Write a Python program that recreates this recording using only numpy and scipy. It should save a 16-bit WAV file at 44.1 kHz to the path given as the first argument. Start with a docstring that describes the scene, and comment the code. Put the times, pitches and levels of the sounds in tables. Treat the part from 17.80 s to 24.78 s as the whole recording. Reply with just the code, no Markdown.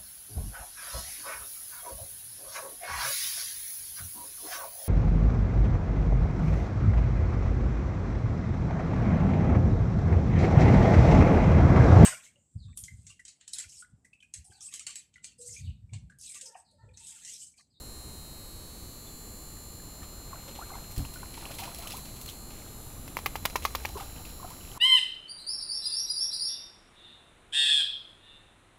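"""Low rumble, microphone hiss and a faint drone come first, as shaped noise, with an electric whine: tones on
multiples of half the buzz pitch that fade in and out as the hand-held camera drifts.
Then two dogs wade in a shallow plastic pool in a yard: ringing bubbles, showers of small drops and bursts
of crackle, with sparse echoes. A paw thumps the hollow rim, heard as its damped tones.
Later the drone swells and one dog shakes its head: its ears slap as pulses, cracks and ringing air."""
import sys
import numpy as np
from scipy import signal
from scipy.fft import rfft, irfft
from scipy.io import wavfile
from scipy.ndimage import uniform_filter1d

SR = 44100
rng = np.random.default_rng(int(sys.argv[2]) if len(sys.argv) > 2 else 0)


def to_wav(s):
    """Save 16-bit WAV."""
    ch = np.atleast_2d(s).T  # columns
    pcm = np.round(np.clip(ch, -1, 1) * 32767)  # PCM
    wavfile.write(sys.argv[1], SR, pcm.astype(np.int16))


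N = 307818


def amp(db):
    """Turns decibels into a linear gain."""
    return 10 ** (np.asarray(db) / 20)


def evened(x):
    """Brings a sound to an rms of one."""
    return x / np.sqrt(np.mean(x ** 2) + 1e-20)


def read(points, hz):
    """Reads a (Hz, value) table along a logarithmic frequency axis."""
    f, value = np.transpose(points)
    return np.interp(np.log(hz + 1), np.log(f + 1), value)


def curve(rows, t):
    """Reads a (seconds, value) table with straight lines between the rows."""
    s, value = np.transpose(rows)
    return np.interp(t, s, value)


def add(mix, s, sound):
    """Mixes a sound in from second s on, cutting it at the end of the mix."""
    part = mix[round(s * SR):][:len(sound)]
    part += sound[:len(part)]


def low_pass(x, hz):
    """Cuts the treble steeply above hz, without delay."""
    return signal.oaconvolve(x, signal.firwin(511, hz, window=("kaiser", 9), fs=SR), "same")


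def coloured(noise, colour_db):
    """Shapes noise with a spectrum in dB and evens its level."""
    return evened(irfft(rfft(noise) * amp(colour_db)))


def air():
    """Rumble and hiss: random short-time spectra whose lowest part swells."""
    # spectrum of rumble and hiss, before levelling: f/Hz, density/dB per Hz
    air_colour = [(20, -0.5), (45, 2.5), (80, -2), (130, -6), (300, -11.5), (660, -20), (1200, -23.5),
                  (1500, -29), (2300, -32.5), (3500, -36.5), (5000, -37.5), (8500, -37.5), (12000, -37),
                  (15500, -35)]
    # swells of the rumble: t/s, gain/dB
    rumble_swell = [(0, -1.5), (.7, -3), (2.8, -2), (4.3, -1.5), (5.0, -1), (5.7, .5), (6.2, -1),
                    (6.98, -1.2)]
    level_db, hop = -45.5, 512
    frames, hz = N // hop + 5, np.fft.rfftfreq(2048, 1 / SR)
    real, imaginary = rng.standard_normal((frames, 1025, 2)).T
    low_share = 1 / (1 + (hz[:, None] / 780.0) ** 2)
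    swell_db = low_share * curve(rumble_swell, np.arange(frames) * hop / SR)
    spectra = (real + 1j * imaginary) * amp(read(air_colour, hz)[:, None] + swell_db)
    noise = signal.istft(spectra, nperseg=2048, noverlap=2048 - hop)[1][:N]
    return amp(level_db) * evened(noise)


def drone():
    """A dull low drone: noise in one narrow band that swells and fades."""
    # t/s, rms level/dB
    drone_level = [(5.2, -68), (5.6, -46.5), (6.15, -44.5), (6.35, -60), (6.98, -53)]
    centre_hz, width_hz = 72, 15
    hz = np.fft.rfftfreq(N, 1 / SR)
    band = np.exp(-((hz - centre_hz) / width_hz) ** 2)
    noise = irfft(rfft(rng.standard_normal(N)) * band, N)
    return amp(curve(drone_level, np.arange(N) / SR)) * evened(noise)


def whine():
    """Steady tones fade as camera drift shifts the phases of their paths; four leads follow level curves."""
    # levels of the tones that lead in turn, by multiple of the buzz pitch: t/s, rms level/dB
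    leads = {34: [(0, -60), (.9, -63), (1.3, -59), (2.3, -65), (3.0, -64.5), (4.15, -54.5), (4.95, -71),
                  (5.75, -56.5), (6.98, -63)], 35: [(0, -53.5), (1.5, -61.5), (2.9, -54.5), (3.4, -58), (3.8, -59),
                                       (4.15, -68), (4.6, -58), (5.05, -63), (5.4, -82), (6.0, -77),
                                       (6.5, -62), (6.98, -69)], 60: [(0, -59.5), (.8, -63), (1.35, -55),
                                                            (3.0, -57.5), (3.75, -70), (4.2, -58),
                                                            (5.3, -60.5), (5.75, -71), (6.3, -58),
                                                            (6.98, -63)], 92: [(0, -68), (1.75, -65),
                                                                                 (2.6, -72), (3.3, -57),
                                                                                 (4.15, -54.5), (4.6, -63),
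                                                                                 (5.1, -58), (5.75, -69),
                                                                                 (6.2, -59), (6.98, -59)]}
    # other multiples that stand out: multiple of the buzz pitch, mean rms level/dB
    clear_tones = [(10, -70), (24, -75), (25, -76), (29, -75), (32, -67), (36, -69), (37, -67), (40, -74),
                   (46, -71), (53, -70), (54, -71), (56, -74), (57, -72), (58, -65), (59, -72), (61, -63),
                   (62, -68.5), (63, -71), (64, -71), (65, -70), (66, -73), (67, -71), (68, -69), (79, -74),
                   (78, -74), (80, -66.5), (81, -74), (84, -74), (85, -71), (86, -70), (88, -71), (89, -73),
                   (90, -73), (91, -66), (93, -66), (94, -70), (95, -66), (96, -63.5), (97, -65.5),
                   (98, -72), (100, -73), (101, -72), (102, -73), (107, -73), (109, -70), (119, -72),
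                   (125, -73)]
    # the remaining whole multiples, before scatter: f/Hz, rms level/dB
    faint_tones = [(1200, -89), (3000, -85), (5000, -79), (9000, -85.5), (12500, -78.5), (15800, -77.5)]
    # weaker tones halfway between the multiples, before scatter: f/Hz, rms level/dB
    halfway_tones = [(1200, -87), (3000, -84.5), (4200, -84), (5500, -85.5), (7200, -79.5), (9000, -85),
                     (11200, -73), (12500, -77.5), (15800, -86)]
    # drift of the hand-held camera: t/s, position/mm
    camera_drift = [(0, -1), (.5, 14), (1.4, 46), (2.9, 67), (4.3, 36), (4.9, 63), (5.8, 109.5),
                    (6.98, 123)]
    buzz_hz, scatter_db = 120, 2  # scatter: how unevenly the unlisted tones stand
    path_count, reflected_db, sound_mm_per_s = 5, -6, 343000
    period = 2 * SR // buzz_hz  # samples in one mains cycle, two buzz cycles
    slow_t = np.arange(N // period + 2) * period / SR
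    delay = curve(camera_drift, slow_t) / sound_mm_per_s
    clear = dict(clear_tones)
    multiples, fields = np.arange(10, 132, .5), []
    for k in multiples:
        hz = k * buzz_hz
        start, slant = rng.random((2, path_count, 1))
        paths = np.exp(2j * np.pi * (start + hz * delay * np.cos(np.pi * slant)))
        plain_db = read(halfway_tones if k % 1 else faint_tones, hz)
        plain_db += scatter_db * rng.standard_normal()
        if k in leads:
            fields.append(amp(curve(leads[k], slow_t)) * paths[0])
        else:
            field = paths[0] + amp(reflected_db) * paths[1:].sum(axis=0)
            field /= np.sqrt(np.mean(abs(field) ** 2))
            fields.append(amp(clear.get(k, plain_db)) * field)
    share = np.arange(period) / period
    waves = np.exp(4j * np.pi * multiples[:, None] * share)
    cycles = np.sqrt(2) * (np.transpose(fields) @ waves).real
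    # crossfade each mains cycle into the next
    return (cycles[:-1] * (1 - share) + cycles[1:] * share).ravel()[:N]


def bubble(hz, ms, glide, wobble=0.):
    """A pocket of air rings: sudden start, slower fall, pitch sliding as it nears the surface."""
    u = np.arange(0, 4 * ms / 1000, 1 / SR) * 1000 / ms  # time in bubble lengths
    shake = wobble * evened(uniform_filter1d(rng.standard_normal(len(u)), size=round(SR / hz)))
    pitch = hz * (1 + glide * (np.minimum(u, 1.6) - .5) + shake)
    turns = np.cumsum(pitch) / SR
    shape = (1 - np.exp(-u / 0.38)) * np.exp(-1.5 * u)
    return shape / shape.max() * np.sin(2 * np.pi * turns)


def bubbles():
    """The clear gurgles of paws going in and out; moving water shakes their pitch."""
    # loudest moment t/s, level/dB, pitch f/Hz, length/ms, glide/share of the pitch per length
    bubble_rows = [(1.275, -54, 3550, 21, -0.027), (1.77, -54, 1740, 6, 0), (2.0, -54, 1710, 6, 0),
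                   (2.222, -51, 1760, 11, 0.065), (2.232, -44.5, 1200, 7, -.1),
                   (2.533, -36, 1120, 8.1, -0.105), (2.549, -45, 640, 10.6, 0), (2.56, -46, 1400, 9, .1),
                   (2.691, -42, 496, 5.6, 0.28), (2.791, -33.5, 850, 5.5, 0.26),
                   (2.815, -46.5, 764, 15, -0.18), (2.815, -39, 1190, 5.2, .1),
                   (2.826, -40, 1415, 11, 0.13), (2.905, -37, 1110, 4, 0.032), (2.921, -39, 770, 9, -0.16),
                   (2.937, -46, 2080, 8, .03), (2.956, -35.5, 1006, 5.6, -0.032),
                   (3.251, -39.5, 2660, 4, 0.23), (3.252, -40, 1040, 3.5, -.2), (3.361, -41, 1400, 7, .03),
                   (3.432, -34, 1000, 3.1, .05), (3.433, -41.5, 1480, 4.8, -0.075),
                   (3.578, -40, 960, 5.2, -.1), (3.627, -43, 900, 8.7, 0.19), (3.655, -32, 2700, 2, .2),
                   (3.705, -46, 1400, 4.8, 0.083), (3.709, -37.5, 660, 4.9, -.18),
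                   (3.742, -43, 3250, 3.6, 0.14), (3.790, -41, 2140, 6, .05),
                   (3.797, -39, 950, 8.7, -0.024), (3.825, -36, 766, 12.6, 0.049),
                   (3.832, -46, 2500, 12, 0.063), (3.879, -38, 984, 5.9, 0.18),
                   (3.993, -43, 710, 12, -0.029), (4.059, -45, 1170, 11, 0.26), (4.072, -37, 2960, 1.8, 0),
                   (4.121, -33.5, 2750, 1.6, 0), (4.121, -36, 5070, 3, .16), (4.129, -44, 3400, 10, 0),
                   (4.142, -39.5, 897, 17, .45), (4.183, -45, 1055, 7, -0.016),
                   (4.481, -42, 4160, 13.4, -0.077), (4.49, -33, 3060, 1.6, 0), (4.498, -39, 3370, 3, .1),
                   (6.099, -43, 776, 9, .2), (6.156, -40, 1036, 8.7, 0.07), (6.16, -34, 404, 11.6, 0.025),
                   (6.172, -36.5, 995, 16, -.3), (6.201, -37, 1300, 6, -0.033),
                   (6.211, -35.5, 788, 9.3, 0.02), (6.362, -43, 2600, 2.2, 0),
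                   (6.381, -47, 3080, 2.9, -0.031), (6.453, -45, 2650, 3, -.18),
                   (6.601, -42.5, 1100, 6.1, 0.01), (6.631, -37.5, 1060, 5.8, 0),
                   (6.648, -37, 737, 9.1, -0.013), (6.65, -41, 1240, 4.2, 0.025),
                   (6.71, -43.5, 992, 19, 0.31), (6.811, -45, 2900, 2.6, 0), (6.85, -48, 2700, 3, 0),
                   (6.875, -49, 2650, 3, -0.038), (6.917, -40.5, 3000, 1.9, -0.0072),
                   (6.976, -38, 1040, 5, -0.048)]
    out = np.zeros(N)
    for s, db, hz, ms, glide in bubble_rows:
        add(out, s - .4 * ms / 1000, amp(db) * bubble(hz, ms, glide, wobble=.05))
    return out


def yard(x):
    """Sparse reflections of random sign, each band dying at its own speed."""
    # decay of the echoes: f/Hz, t60/s
    yard_decay = [(300, 0.071), (1200, 0.17), (2500, 0.11), (6000, 0.22), (14000, 0.05)]
    taps = np.zeros(SR // 2)
    at = np.arange(260, SR // 2 - 20, 20)
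    taps[at + rng.integers(0, 20, len(at))] = rng.choice([-1., 1.], len(at))
    hz, t, spectra = signal.stft(taps, SR, nperseg=256)
    decay = amp(-60 * t / read(yard_decay, hz)[:, None])
    tail = signal.istft(spectra * decay, SR, nperseg=256)[1]
    return signal.oaconvolve(x, tail / np.linalg.norm(tail))[:N]


def drops(per_s, low_hz, high_hz, cycles, spread_db, count=24):
    """Random small bubbles at many pitches; a few are much louder."""
    out = np.zeros(N)
    for hz in np.geomspace(low_hz, high_hz, count):
        chance, size = rng.random(N), rng.exponential(1, N)
        train = (chance < per_s / count / SR) * amp(spread_db * np.minimum(size, 4))
        out += signal.oaconvolve(train, bubble(hz, 1000 * cycles / hz, 0.11))[:N]
    return evened(out)


def spray():
    """Fizz and mist follow the fine drops; crowds of short gurgles make the sloshing."""
    # fine drops over stirred water, before the layer gains: t/s, level/dB
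    spray_level = [(2.1, -76), (2.5, -65), (2.6, -61), (3.0, -59.5), (3.3, -61), (3.5, -57.5), (3.9, -56.5),
                   (4.05, -58), (4.4, -62), (4.55, -80.5), (4.8, -55.5), (4.95, -65), (5.4, -60.5),
                   (6.0, -54), (6.55, -65), (6.97, -55)]
    # a leg drags through the water, before the layer gain: strongest moment t/s, level/dB
    slosh_rows = [(2.55, -50.5), (2.7, -55), (2.94, -44.5), (3.2, -52), (3.65, -45.5), (3.839, -44),
                  (4.05, -48), (4.2, -55), (4.8, -59), (5.72, -56), (6.0, -51), (6.19, -45), (6.4, -55),
                  (6.66, -50), (6.97, -50)]
    rise_db_per_s, fall_db_per_s, lapping_db = 188, 129, -61  # lapping: the floor between sloshes
    fine_per_s, gurgles_per_s = 1300, 500
    t = np.arange(N) / SR
    slosh_db = np.full(N, float(lapping_db))
    for s, db in slosh_rows:
        distance_db = np.maximum(rise_db_per_s * (s - t), fall_db_per_s * (t - s))
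        slosh_db = np.maximum(slosh_db, db - distance_db)
    stirred = t > spray_level[0][0]  # silent before the first row
    fine = amp(curve(spray_level, t)) * stirred
    slosh = amp(slosh_db) * stirred
    fizz = drops(fine_per_s, 1970.0, 3880.0, cycles=2.6, spread_db=5.0)
    mist = drops(4 * fine_per_s, 5070.0, 15200.0, cycles=7.2, spread_db=4.0)
    gurgles = drops(gurgles_per_s, 601.0, 1550.0, cycles=3.3, spread_db=3.0)
    return fine * (amp(-3.0) * fizz + amp(-3.5) * mist) + slosh * amp(-1.5) * gurgles


def splats():
    """Water slaps water: a burst of clumped crackle that starts quickly and dies fast."""
    # start t/s, level/dB, treble tilt/dB per octave
    splat_rows = [(2.226, -51, -4), (2.677, -44.5, -5), (2.75, -46, -5), (2.949, -55, -8), (3.11, -46.5, 3),
                  (3.16, -42.5, -1), (3.176, -41, 1.5), (3.248, -47, 3), (3.335, -47, 3),
                  (3.537, -45.5, -5), (3.568, -46, -5), (3.604, -47.5, -6), (3.654, -45, -4),
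                  (3.707, -44, -3.5), (3.738, -43, 0.5), (3.783, -34.5, -2), (3.797, -46, 1),
                  (3.834, -38, -4), (3.943, -42, -0.5), (3.982, -43.5, 3), (4.02, -41.5, -3.5),
                  (4.07, -40, 0), (4.099, -38.5, -2.5), (4.12, -42, 1), (4.163, -41.5, 2), (4.25, -45, -3),
                  (4.36, -48, -1), (4.411, -45.5, 3), (4.457, -44, -1), (4.478, -45, -2.5),
                  (4.488, -43.5, 0), (4.703, -49, -6), (5.821, -43, -4), (5.838, -43, 0), (6.029, -50, -2),
                  (6.171, -42.5, -2.5), (6.199, -42.5, -4), (6.361, -52, -7), (6.449, -48, -3),
                  (6.49, -48, -3), (6.698, -47.5, 0)]
    # shared spectrum before the tilt: f/Hz, density/dB per Hz
    splat_colour = [(600, -9), (1500, -13), (2600, 1.5), (4000, -1), (6000, -2), (9000, -3), (13000, -1.5),
                    (15500, -3)]
    out, hz, t = np.zeros(N), np.fft.rfftfreq(4096, 1 / SR), np.arange(4096) / SR
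    rise = np.minimum(t / .005, 1)
    shape = rise * (amp(-60 * t / 0.059) + amp(-10.5 - 60 * t / 0.46))  # a fast and a slow decay
    for s, db, tilt_db in splat_rows:
        noise, clumps = rng.standard_normal((2, 4096))
        colour = amp(read(splat_colour, hz) + tilt_db * np.log2(hz / 5000 + 0.018))
        colour /= np.sqrt(np.mean(colour[400:640] ** 2))  # equal level around 4.3 to 6.9 kHz
        clumps = evened(uniform_filter1d(clumps, size=40))
        clumps = amp(5.7 * np.minimum(clumps, 1.6))
        add(out, s, amp(db) * shape * clumps * irfft(rfft(noise) * colour))
    return out


def thump():
    """A paw lands in two stages on the hollow rim, which flexes down and then springs back."""
    # tones of the hollow plastic rim, before levelling: f/Hz, level/dB, t60/s
    rim_tones = [(50.3, -7.5, 0.28), (77, 6, 0.27), (125.3, -7.5, 0.32), (232.5, -6, 0.22),
                 (282, -10, 0.23)]
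    # the two stages: t/s, level/dB
    landings = [(3.176, -22), (3.189, -19)]
    out, t = np.zeros(N), np.arange(SR // 3) / SR
    ring = sum(amp(db - 60 * t / t60) * np.sin(2 * np.pi * hz * t) for hz, db, t60 in rim_tones)
    rise = np.minimum(t / 0.0026, 1)
    for way, (s, db) in zip((1, -1), landings):
        add(out, s, way * amp(db) * ring / abs(ring).max() * rise)
    return out


def flaps():
    """Each slap is a pressure pulse with a crack, twice rebounding, ringing trapped air and a wet rustle."""
    # ears and lips slapping: peak of the blow t/s, level/dB, trapped-air pitch f/Hz; relative to that level:
    # ring/dB, upper ring/dB, crack/dB; first rebound delay/ms, first rebound level/dB
    flap_rows = [(5.279, -37, 597, -2, -6, -1.5, 1.9, -9), (5.3697, -19.5, 970, -2.5, 3.5, -9, 2.3, -23),
                 (5.390, -31.5, 950, -22, -4, -2.5, 2.1, -12),
                 (5.4606, -14, 1160, -10, -1, -12.5, 2.36, 0.1),
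                 (5.556, -19.5, 850, -4.5, -16, -18, 2.4, 3.5),
                 (5.654, -15, 914, -5.5, -15, -5.5, 2.5, -1.5), (5.700, -35, 950, -20, 1, -3, 2.5, -7),
                 (5.757, -15.5, 996, -1.5, -19, -20.5, 2.2, 7.5),
                 (5.852, -13, 1115, -0.5, -11, -11, 2.4, -5), (5.9506, -21, 1060, 2, -11, -12.5, 2.23, 4),
                 (6.0512, -18, 860, -7.5, -1, -15.5, 3.7, 1.5), (6.088, -47, 750, -15, -20, 3, 2.2, 0)]
    # spectrum of the crack, before the treble lift and levelling: f/Hz, density/dB per Hz
    crack_colour = [(300, -4), (1100, 13), (1550, -5), (2400, 9), (3800, 3.5), (6200, 2), (7800, -7),
                    (10700, -8), (12200, -3.5), (15500, -2), (16800, -43)]
    upper_ring_hz, hollow_hz = 2240, 1470  # the second air mode, and a dip in the pulse below it
    second_ms, second_db = 4.9, -2.5  # second rebound: delay from the blow, level against the first
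    lead_s = .0008  # from the start to the peak of the blow
    out, t, f = np.zeros(N), np.arange(2048) / SR, np.fft.rfftfreq(2048, 1 / SR)
    lag = t - lead_s
    u, rise = lag / .00016, np.minimum(t / lead_s, 1) ** 2
    # the dull weight of the ear
    push = amp(-9.5 - 60 * t / 0.0099) * np.cos(2 * np.pi * 570.0 * lag) * rise
    pulse = (1 - u ** 2) * np.exp(-u ** 2 / 2)
    pulse = signal.lfilter(*signal.iirnotch(hollow_hz, 3., SR), pulse)
    colour_db = read(crack_colour, f) + 3.5 * (f > 9000)  # treble lift
    for s, db, hz, ring_db, upper_db, crack_db, first_ms, first_db in flap_rows:
        noises = [coloured(noise, colour_db) for noise in rng.standard_normal((4, 2048))]
        ring = amp(ring_db - 60 * t / 0.02) * np.cos(2 * np.pi * hz * lag) * rise
        upper = amp(upper_db - 60 * t / 0.0075) * np.cos(2 * np.pi * upper_ring_hz * lag) * rise
        rustle_shape = amp(-6.0 + .5 * crack_db - 60 * t / 0.049) * np.minimum(t / 0.0089, 1)
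        rustle = rustle_shape * noises[3]
        # a rebound louder than the blow lifts the rustle
        body = amp(db) * (ring + push) + amp(db + max(0, first_db)) * rustle
        add(out, s - lead_s, body)
        # delay/ms, level/dB, brightness/dB: later contacts have more crack and less pulse
        blows = ((0, 0, 0), (first_ms, first_db, 2.5), (second_ms, first_db + second_db, 5.))
        for (ms, blow_db, bright_db), noise in zip(blows, noises):
            crack = amp(crack_db + bright_db) * noise * np.exp(-u ** 2 / 26.0)
            contact = amp(-bright_db) * (.6 * pulse + upper) + crack
            add(out, s - lead_s + ms / 1000, amp(db + blow_db) * contact)
    return out


def scene():
    """Mixes all layers; only the direct ear slaps reach above the soft limit."""
    water, ears = bubbles() + splats() + spray(), flaps()
    echoes = yard(amp(-13.5) * water + amp(-19.5) * ears)
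    soft = low_pass(air() + drone() + whine() + water + thump() + echoes, 15800)
    return (soft + ears)[None]


def record(dry):
    """The band limit: a steep cut at 16.8 kHz."""
    return low_pass(dry[0], 16800)[None]


dry = scene()
out = record(dry)
to_wav(out)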